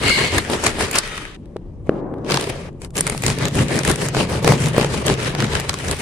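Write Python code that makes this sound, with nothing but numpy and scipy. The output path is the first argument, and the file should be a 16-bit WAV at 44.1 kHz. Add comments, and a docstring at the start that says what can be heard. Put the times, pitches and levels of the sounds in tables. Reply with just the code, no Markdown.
"""A serrated knife saws through a crusty loaf on a wooden board that lies on a cloth-covered table.
Each stroke is a swell of noise: dense cracks for the crust, resonances for the loaf, board and table.
The steel blade sings at the start; after the first cut it slides out, and the slice knocks and slides.
Sawing then resumes. Noise reaches two ports alike in the bass; the hardest peaks clip."""
import sys
import numpy as np
from scipy import signal
from scipy.io import wavfile
from scipy.ndimage import uniform_filter1d

SR = 44100
rng = np.random.default_rng(int(sys.argv[2]) if len(sys.argv) > 2 else 0)


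def store_pcm(level_fs):
    """Save levels as 16-bit WAV."""
    pcm = np.round(np.clip(level_fs, -1, 1) * 32767).astype(np.int16)
    wavfile.write(sys.argv[1], SR, np.atleast_2d(pcm).T)


N = 265041

# Loud single breaks of crust and crumb. Each row: start in seconds, relative peak in dB,
# relative crispness (treble weight) in dB, relative level of the thud in dB.
CRACKS = [(0.06, -8, -18, -25), (0.348, -15, -22, -23), (0.3798, 10, -3.5, -27), (0.4977, -4, 0.5, -3),
          (0.532, 8.5, -42, -5), (0.6367, -3, 4, -5), (0.6632, 14, -12, -7), (.785, -20, -29, -2),
          (0.8071, 0, -15, 0), (0.91, -6, 6.5, -24), (0.9552, 12.5, -9, -8), (0.9834, 11.5, 2.5, -11),
          (1.177, -1, -36, -37), (1.4561, -26.5, -22, -43.5), (1.5652, -17, -17, -13.5),
          (2.139, -26, -26, -15.5), (2.183, -30, -14, -32.5), (2.2456, -16, -13, -25),
          (2.284, -24, -20, -19), (2.2994, 3, -18, -36), (2.307, 1, 3, -5), (2.3189, 6.5, -8, -15),
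          (2.3417, 7.5, -3, -22), (2.359, 4, -20, -35), (2.371, 10, -19, -32), (2.397, -1, -18.5, -11),
          (2.4242, -4, -5, -28), (2.728, -38, -5, -47), (2.978, 3, -1, -29), (2.984, 1, -1, -25),
          (3.0743, 4, -5, -14), (3.1762, -5, 0, -35), (4.7964, 3, -22, 2.5), (4.828, 4, -24, -22),
          (5.246, 0, -9, -28), (5.3024, -15, -3, -28), (5.114, -7, -23, -12), (.1, -2, -23.5, -24),
          (.24, -15, -23, -20), (.674, 1, -9, -13), (0.819, -6, -12, -16), (0.836, -2, -14, -20.5),
          (3.59, -14, -10, -22), (4.19, -11, -9, -20), (2.4093, -1, 0, -34), (2.4401, 0, -10, -8),
          (2.493, -12, -8, -23.5), (2.817, -12, 0, -18), (2.846, -9.5, 1, -36), (2.9047, -24, 3, -40),
          (2.9538, -4, -4, -32), (2.967, 2.5, 2, -18), (3.0069, 5.5, 2, -31), (3.0669, 7.5, -4, -12),
          (3.097, 2, 4, -10), (3.1218, -24, -13, -5.5), (3.1474, -9, -12, -7.5), (3.2208, -4.5, 4, -31),
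          (3.2355, 4, -6, -11), (3.263, 7, -2, -26), (3.28, 7, -10, -24), (3.3006, 9, -18, -26),
          (3.385, -2, -0.5, -36), (3.4162, -17, -7, -29), (3.453, 4, -3, -4), (3.482, -4, 6, -23),
          (3.5523, -1, -11, -20), (3.6827, -2, -6, -14), (3.7556, -3, 7.5, -18), (3.7885, -.5, 9.5, -9),
          (3.833, 1, -6, -26), (3.8487, 5.5, -3, -28), (3.8756, 8.5, -8, -25), (3.9126, 4.5, 0, -26),
          (3.9569, -3, 5, -23), (4.085, -2, 0, -17), (4.147, 4.5, -39, -4), (4.167, 5, -42, -1),
          (4.3196, -10, -19, -10), (4.4264, -14, 3, -19), (4.4446, 4.5, -3, 2), (4.4754, 13.5, -6, 10),
          (4.5204, 0, 6, 5), (4.602, -5, -4, -16), (4.683, -2, -3, -32), (4.764, -2, -5, 0),
          (4.7798, -1, -4, 23.5), (4.811, 9, -33, 1), (4.845, 7, -33, 0), (5.0614, -4.5, 9, -25),
          (5.0807, 11.5, -40, -19), (5.0983, 10.5, -35, 1.5), (5.21, -2.5, -36, -30), (5.23, -10, 7, -31),
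          (5.3492, 4, -19, -10), (5.4024, 7.5, -25, -25), (5.4226, 4.5, -36, -17), (5.443, 4, -51, -33),
          (5.533, -1, -28, -26), (5.5516, 10.5, -36, -18), (5.5976, 2.5, 1.5, -7), (5.693, 12.5, -9, -29),
          (5.74, 4.5, -18, -10), (5.8827, -1, -5, -17), (5.911, 2.5, 0.5, -31)]
# Spectrum of breaking crust. Each row: frequency in Hz, relative density in dB per Hz.
CRUST_SPECTRUM = [(500, -17), (750, -9), (1260, -9.5), (1900, -6.5), (2900, -9.5), (3500, -11.5),
                  (6700, -14), (7700, -13.5), (9000, -11), (10300, -26), (12500, -44.5), (14800, -27.5),
                  (16000, -45)]
EDGE_UNTIL_S = 1.0  # until then the blade reaches the board
CRACK_T60_S, BOTTOM_CRACK_T60_S = 0.009, 0.016  # the thick bottom crust tears for longer


def from_db(db):
    """Amplitude gain from a level: 20 dB is a factor of ten."""
    return 10 ** (np.asarray(db) / 20)


def rms_one(x):
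    """Normalization to unit mean power."""
    return x / np.sqrt(np.mean(x ** 2) + 1e-20)


def in_time(rows):
    """Linear interpolation of each table column over time."""
    s, *columns = np.transpose(rows)
    time = np.arange(N) / SR
    return [np.interp(time, s, column) for column in columns]


def at_hz(points, hz):
    """Interpolation of a spectrum on a logarithmic frequency axis."""
    point_hz, values = np.transpose(points)
    return np.interp(np.log(hz), np.log(point_hz), values)


def low_pass(x, hz):
    """Third-order low-pass filtering: treble above hz falls away."""
    return signal.sosfilt(signal.butter(3, hz, fs=SR, output="sos"), x)


def drift(rate_hz):
    """Slow random modulation: noise through a double pole, spread 1, computed at every 40th sample."""
    step = 40
    r = np.exp(-2 * np.pi * rate_hz * step / SR)
    noise = rng.standard_normal(N // step + 2002)
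    slow = rms_one(signal.lfilter([1], [1, -2 * r, r * r], noise)[2000:])  # settled part
    return np.interp(np.arange(N) / step, np.arange(len(slow)), slow)


def fade(clicks, t60):
    """Exponential decay: each click falls by 60 dB in t60 seconds."""
    return signal.lfilter([1], [1, -from_db(-60 / (t60 * SR))], clicks + 1e-18)


def two_ports(mid, side, hz):
    """Partial coherence of two ports: alike in the bass, nearly unrelated in the treble."""
    # Each row: frequency in Hz, left-right correlation before the level difference.
    likeness = [(60, 0.86), (130, 1), (290, 0.88), (640, 0.64), (1410, 0.2), (3100, 0.12), (6820, 0.081),
                (15000, 0.026)]
    # Each row: frequency in Hz, left minus right level in dB.
    lean = [(60, 4.5), (110, 0), (200, 2.5), (380, 2), (700, 2), (1290, 1.5), (2380, 4), (4400, -0.5),
            (8120, 2.5), (15000, -8)]
    alike = at_hz(likeness, hz)
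    half_lean_db = at_hz(lean, hz) / 2
    common, opposed = np.sqrt(1 + alike) * mid, np.sqrt(1 - alike) * side
    left = (common + opposed) * from_db(half_lean_db)
    right = (common - opposed) * from_db(-half_lean_db)
    return np.array([left, right]) / np.sqrt(2)


def bursts(per_s, spread_db, t60, clump_db, smooth):
    """Clumped random arrivals: many small breaks, few large, over a smooth rub; envelope of rms 1."""
    sizes = from_db(spread_db * np.minimum(rng.exponential(1, N), 5))
    born = rng.random(N) < per_s * from_db(clump_db * drift(35)) / SR
    breaks = rms_one(fade(sizes * born, t60))
    return rms_one(breaks + abs(smooth))


def coloured(envelope, spectrum, tilt_db, patchy_db, count):
    """Subband shaping of noise: count bands an octave, treble tilted above 3 kHz, each level drifting."""
    out = 0
    edges = 25 * 2 ** np.arange(0, 9.5, 1 / count)
    white = rng.standard_normal((2, 2, N)) * envelope
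    for k, (low, high) in enumerate(zip(edges, edges[1:])):
        hz = np.sqrt(low * high)
        if spectrum[0][0] < hz < spectrum[-1][0]:
            band = signal.butter(2, [low, high], "band", fs=SR, output="sos")
            mid, side = signal.sosfilt(band, white[k % 2])  # neighbouring bands use separate noise
            tilt = np.clip(np.log2(hz / 3000) / 2.09, 0, 1)
            gain = from_db(at_hz(spectrum, hz) + tilt * tilt_db + patchy_db * drift(7.9))
            out = out + gain * two_ports(mid, side, hz)
    return out


def resonate(envelope, modes):
    """Modal resonance: enveloped noise excites parallel two-pole filters."""
    out = 0
    white = rng.standard_normal((2, N)) * envelope
    for k, (hz, width_hz, level_db) in enumerate(modes):
        r = np.exp(-np.pi * width_hz / SR)
        poles = [1, -2 * r * np.cos(2 * np.pi * hz / SR), r * r]
        zeros = np.array([1, 0, -1]) * (1 - r * r) / 2
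        mid, side = signal.lfilter(zeros, poles, white)
        out = out + (-1) ** k * from_db(level_db) * two_ports(mid, side, hz)
    return out


def evened(x, window_s, share):
    """Partial envelope flattening: steady pressure gives a steady shudder; rms 1."""
    power = uniform_filter1d(np.mean(x ** 2, axis=0), round(window_s * SR))
    return rms_one(x / np.sqrt(power + 1e-12) ** share)


def sawing():
    """Power addition: bell-shaped strokes over resting contact; the louder part sets the crispness."""
    # Blade and hand resting on the loaf, under and between the strokes. Each row: time in seconds,
    # then relative levels in dB of crust, crispness, loaf, board and table.
    contact = [(0.0, -35.5, -11, -37.5, -37, -33), (.9, -31.5, -20.5, -28, -39.5, -38),
               (1.0, -34, -17, -36, -49, -57), (1.17, -35, -18.5, -40, -40, -40),
               (1.362, -46, -32, -52, -54, -57), (1.372, -67, -16, -51, -42.5, -50.5),
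               (1.84, -73, -11, -49.5, -44, -34.5), (1.87, -57, -20, -34, -36, -39),
               (2.0, -56, -27, -41, -35.5, -54.5), (2.02, -76, -12, -40, -33.5, -46),
               (2.23, -69, -14, -44.5, -36, -35.5), (2.26, -48, -18, -28, -35, -50),
               (2.4, -31.5, -12.5, -24.5, -33, -42), (2.69, -46.5, -22.5, -35, -36, -37),
               (2.705, -67, -14, -46, -36, -45.5), (2.93, -76, -3, -45.5, -41.5, -37),
               (2.96, -41.5, -3, -41, -30, -43), (4.6, -41.5, -44, -32.5, -26, -38),
               (5.6, -36, -22, -28.5, -30, -37), (6.01, -37, -5, -41, -41, -38)]
    # Strokes of the knife. Each row: middle in seconds, half length in seconds,
    # then relative levels in dB of crust, crispness, loaf, board and table.
    strokes = [(.066, 0.064, -20.5, -21, -19, -28, -28), (0.22, 0.07, -21.5, -21.5, -21, -26, -36),
               (0.357, 0.052, -23.5, -17, -19.5, -40, -22), (0.532, 0.045, -26, -10, -16.5, -35, -42),
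               (0.667, 0.04, -20, -17.5, -19, -30, -31), (0.824, 0.041, -21, -14, -20.5, -34, -26.5),
               (0.964, 0.038, -18.5, -13, -24.5, -36, -36), (2.335, 0.055, -24.5, -20, -22, -23, -32),
               (2.497, 0.011, -32.5, -4, -21, -26, -45), (2.838, 0.033, -48, -3, -36.5, -47, -40),
               (2.987, 0.035, -33, -5, -25, -32, -33), (3.095, 0.08, -34.5, -13, -29, -40, -39),
               (3.286, 0.061, -27.5, -9, -22.5, -21, -25), (3.439, 0.062, -28, -17, -21.5, -21, -27),
               (3.592, 0.067, -27.5, -11, -20, -15.5, -21.5), (3.748, 0.072, -26, -14, -18.5, -20.5, -36),
               (3.893, 0.054, -24.5, -9, -16.5, -21.5, -22), (4.035, 0.074, -31, -5.5, -23, -27, -42),
               (4.194, 0.061, -26, -9.5, -16.5, -21, -27), (4.342, 0.066, -28.5, -13, -21, -32, -26),
               (4.499, 0.065, -23.5, -7.5, -12, -13, -26), (4.646, 0.075, -28, -8, -22.5, -17.5, -29),
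               (4.807, 0.085, -28.5, -12.5, -20, -21, -36), (4.954, 0.091, -31, -11, -25, -30.5, -27.5),
               (5.1, 0.054, -23.5, -15, -15.5, -19, -23.5), (5.248, 0.079, -27.5, -15, -25.5, -27, -34),
               (5.423, 0.059, -27, -19.5, -23.5, -18.5, -42), (5.55, 0.066, -26.5, -16, -25, -29, -24.5),
               (5.698, 0.018, -34, -2, -35, -32, -23.5), (5.886, 0.074, -31.5, -14, -24, -28, -25.5),
               (6.0, 0.013, -32, -6, -27.5, -29, -34)]
    fall_db = 12  # fall of the bread from the middle of a stroke to its ends
    squareness = 2.45  # 2 = round bell, more = flatter top and steeper ends
    wood_lag_s, wood_stretch = 0.0075, 1.01  # the wood follows late and for longer

    rest_crust, rest_crisp, *rest = in_time(contact)
    powers = [from_db(2 * db) for db in (rest_crust, *rest)]
    weighted_crisp = rest_crisp * powers[0]
    time = np.arange(N) / SR
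    for s, half_s, crust_db, crisp_db, loaf_db, board_db, table_db in strokes:
        near = slice(max(round((s - 0.3) * SR), 0), round((s + 0.3) * SR))
        age = time[near] - s
        bread_db = -fall_db * abs(age / half_s) ** squareness
        wood_db = -fall_db * ((age - wood_lag_s) / (half_s * wood_stretch)) ** 2
        levels = crust_db + bread_db, loaf_db + bread_db, board_db + wood_db, table_db + wood_db
        for power, db in zip(powers, levels):
            power[near] += from_db(2 * db)
        weighted_crisp[near] += crisp_db * from_db(2 * levels[0])
    return weighted_crisp / powers[0], *(10 * np.log10(power) for power in powers)


def crust(crust_db, crisp_db, grain):
    """Brittle fracture: teeth grind in a dense grain, while a light touch glides smoothly."""
    bite = np.clip((crust_db + 47.0) / 31.4, 0, 1)
    envelope = from_db(crust_db + 18.0) * grain ** bite
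    return coloured(envelope, CRUST_SPECTRUM, crisp_db + 7.5, patchy_db=2.0, count=3)


def loaf(loaf_db, grain):
    """Damped forced vibration: the crumb shudders with the same grain, softened."""
    # Each row: frequency in Hz, width in Hz, relative level in dB.
    loaf_modes = [(300, 177, -1.5), (418, 125, 5.5), (603, 137, -0.5), (880, 345, -7.5), (1220, 210, -11)]
    shudder = low_pass(resonate(rms_one(fade(grain, 0.0088)), loaf_modes), hz=1730.0)
    return from_db(loaf_db - 3.0) * evened(shudder, window_s=0.031, share=0.48)


def rocking(level_db, modes, top_hz):
    """Low-frequency forced vibration: the push of the hand rocks the wood under the loaf."""
    return from_db(level_db) * evened(low_pass(resonate(1, modes), top_hz), window_s=0.058, share=0.97)


def board_and_table(board_db, table_db):
    """Modal response of the support: board and table rock in their own low bands."""
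    # Each row of both: frequency in Hz, width in Hz, relative level in dB.
    board_modes = [(132.5, 18, 2), (174, 57, -5.5), (117.7, 14.5, -3), (228.6, 88, -10)]
    table_modes = [(46.2, 14, -10), (84, 32, 1.5)]
    return rocking(board_db, board_modes, top_hz=350.0) + rocking(table_db, table_modes, top_hz=141.8)


def board_edge(loaf_db):
    """Coupled vibration: while the blade reaches the board, its edge drums with the loaf."""
    # Each row: frequency in Hz, width in Hz, relative level in dB.
    edge_modes = [(240, 110, -4), (191, 38, -6)]
    on = np.arange(N) < EDGE_UNTIL_S * SR
    return on * rocking(loaf_db - 9.5, edge_modes, top_hz=450.0)


def blade():
    """Friction-driven resonance: rubbing on the board edge rings the steel blade."""
    # Each row: time in seconds, relative level in dB.
    rub = [(0.0, -46), (0.054, -21.5), (0.116, -16), (0.326, -30.5), (0.35, -31.5), (0.398, -27.5),
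           (0.42, -45.5)]
    # Each row: frequency in Hz, width in Hz, relative level in dB.
    steel_modes = [(1602, 68, -11.5), (2183, 80, 3), (2060, 100, -3.5), (2840, 140, -6.5), (4240, 110, -2),
                   (4320, 120, -11), (4540, 120, -5.5), (8500, 1500, -22), (4700, 100, -33)]
    level_db, = in_time(rub)
    on = np.arange(N) < rub[-1][0] * SR
    ring = evened(resonate(1, steel_modes), window_s=0.012, share=0.4)
    return from_db(level_db + 1.5) * on * ring


def hush():
    """Stationary background noise: the hush of room and microphone."""
    # Each row: frequency in Hz, relative density in dB per Hz.
    hush_spectrum = [(15, -31), (25, 2.5), (78, -14.5), (120, -8.5), (149, -23), (161, -17), (180, 0.5),
                     (217, -11.5), (335, -12), (1790, -62), (16000, -84)]
    return from_db(-37.5) * rms_one(coloured(1, hush_spectrum, 0, patchy_db=2.0, count=2))


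def cracks(crust_db, crisp_db):
    """Transient fracture noise: small random breaks with the strokes, and the loud cracks as sprays."""
    small = bursts(per_s=110.0, spread_db=4.5, t60=0.006, clump_db=5.0, smooth=0)
    envelope = from_db(crust_db + 1.0) * small
    crisp = crisp_db + 13.5
    age = np.arange(SR // 40) / SR
    for s, peak_db, crack_crisp_db, _ in CRACKS:
        at = round(s * SR)
        t60 = BOTTOM_CRACK_T60_S if s < EDGE_UNTIL_S else CRACK_T60_S
        swell = (1 - np.exp(-age / (0.15 * t60))) ** 2  # a tear swells before it dies
        envelope[at:at + len(age)] += from_db(peak_db + 3.5 - 60 * age / t60) * swell
        crisp[at:at + SR // 80] = crack_crisp_db + 7.5
    return from_db(4.5) * coloured(envelope, CRUST_SPECTRUM, crisp, patchy_db=4.5, count=3)


def snaps(crust_db):
    """Impulsive release: a click at the core of a break reaches the ports up to 7 samples apart."""
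    snap_db, bottom_snap_db = -1.2, -7  # click before filtering, against the crack's listed peak
    sizes = from_db(3.6 * np.minimum(rng.exponential(1, N), 4)) * rng.choice([-1, 1], N)
    born = rng.random(N) < 250.0 * from_db(5.0 * drift(35)) / SR
    clicks = from_db(crust_db + 10.5) * sizes * born
    for (s, peak_db, _, _), sign in zip(CRACKS, rng.choice([-1, 1], len(CRACKS))):
        core_db = bottom_snap_db if s < EDGE_UNTIL_S else snap_db
        clicks[round((s + 0.12 * CRACK_T60_S) * SR)] += sign * from_db(peak_db + core_db)

    at = np.flatnonzero(clicks)
    pair = np.zeros((2, N + 8))
    lag = rng.integers(0, 8, (2, N))
    for port in range(2):
        np.add.at(pair[port], at + lag[port, at], clicks[at])
    band = signal.butter(1, [700.0, 6000.0], "band", fs=SR, output="sos")
    sharp = low_pass(signal.sosfilt(band, pair[:, :N] + 1e-18), hz=10320.0)
    return sharp * from_db([[1.0], [-1.0]])


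def thuds():
    """Impulse response of the hollow loaf: each loud crack is a jolt that rings a cycle or two."""
    out = np.zeros(N)
    age = np.arange(SR // 50) / SR
    chance = rng.random((len(CRACKS), 2))
    for (s, _, _, thud_db), (pitch, sign) in zip(CRACKS, chance):
        tone = np.sin(2 * np.pi * (414.0 + 450.0 * pitch) * age)
        jolt = tone * from_db(-60 * age / 0.0041) * np.sign(sign - 0.5)
        out[round((s + 0.0012) * SR):][:len(age)] += from_db(thud_db - 1.0) * jolt
    return out * from_db([[0.8], [-0.8]])


def draw_out():
    """Cavity resonance: the flat of the blade brushes the walls of the open cut as it slides out."""
    # Each row: time in seconds, relative level in dB.
    brush = [(.99, -60), (1.02, -37), (1.17, -36), (1.3, -48.5), (1.362, -50)]
    # Hollow colours of the cut. Each row: frequency in Hz, width in Hz, relative level in dB.
    slit_modes = [(1284, 43, 0), (1916, 40, -4.5), (3100, 74, -5), (3670, 44, -4.5), (6120, 82, -12)]
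    level_db, = in_time(brush)
    sample = np.arange(N)
    on = (sample > brush[0][0] * SR) & (sample < brush[-1][0] * SR)
    return from_db(level_db) * on * rms_one(resonate(1, slit_modes))


def knocks():
    """Damped impact of slice on board: a short low tone, rounded start, pressure falling first."""
    # Each row: start in seconds, relative peak in dB, pitch in Hz, 60 dB decay time in seconds.
    blows = [(1.561, -16, 433, 0.012), (1.8933, 5, 408, 0.006), (2.138, -21, 439, 0.015)]
    out = np.zeros(N)
    age = np.arange(round(0.04 * SR)) / SR
    for s, peak_db, hz, t60 in blows:
        rise = 1 - np.exp(-age / 0.0011)
        shape = -np.sin(2 * np.pi * hz * age) * rise * from_db(-60 * age / t60)
        out[round(s * SR):][:len(age)] += from_db(peak_db) * shape / abs(shape).max()
    return out * from_db([[1.2], [-1.2]])


def slide():
    """Sliding friction: the fallen slice drags over board and cloth in a dull, uneven rustle."""
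    # Each row: frequency in Hz, relative density in dB per Hz.
    rustle_spectrum = [(88, -37.5), (150, -9.5), (226, -5.5), (271, -8), (340, -3.5), (525, -11.5),
                       (1170, -23), (3500, -91), (4550, -114), (7700, -120)]
    from_s, to_s, edge_s = 1.895, 2.36, 0.015
    level_db, sag_db = -25.5, 8.5  # level once it moves, and its loss as it slows
    corners = [from_s, from_s + edge_s, to_s - edge_s, to_s]
    gain = np.interp(np.arange(N) / SR, corners, [0, from_db(level_db), from_db(level_db - sag_db), 0])
    rustle = coloured(1, rustle_spectrum, 0, patchy_db=-0.5, count=2)
    return gain * rms_one(low_pass(rustle, hz=2000.0))


def scene():
    """Superposition: knife, loaf and board close to the microphone, over the hush."""
    crisp_db, crust_db, loaf_db, board_db, table_db = sawing()
    grain = bursts(per_s=1100.0, spread_db=4.5, t60=0.0063, clump_db=7.5, smooth=1.0)
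    bread = crust(crust_db, crisp_db, grain)
    bread = bread + cracks(crust_db, crisp_db) + snaps(crust_db) + thuds()
    bread = bread + loaf(loaf_db, grain)
    wood = board_and_table(board_db, table_db) + board_edge(loaf_db)
    return hush() + bread + wood + blade() + draw_out() + slide() + knocks()


def record(dry):
    """Saturation and band limiting: the hardest peaks clip, then the top is cut."""
    # 70 dB down from 16.2 kHz upward
    top_cut = signal.cheby2(12, 70, 16200, fs=SR, output="sos")
    return signal.sosfilt(top_cut, np.clip(dry, -0.98, 0.98))


dry = scene()
out = record(dry)
store_pcm(out)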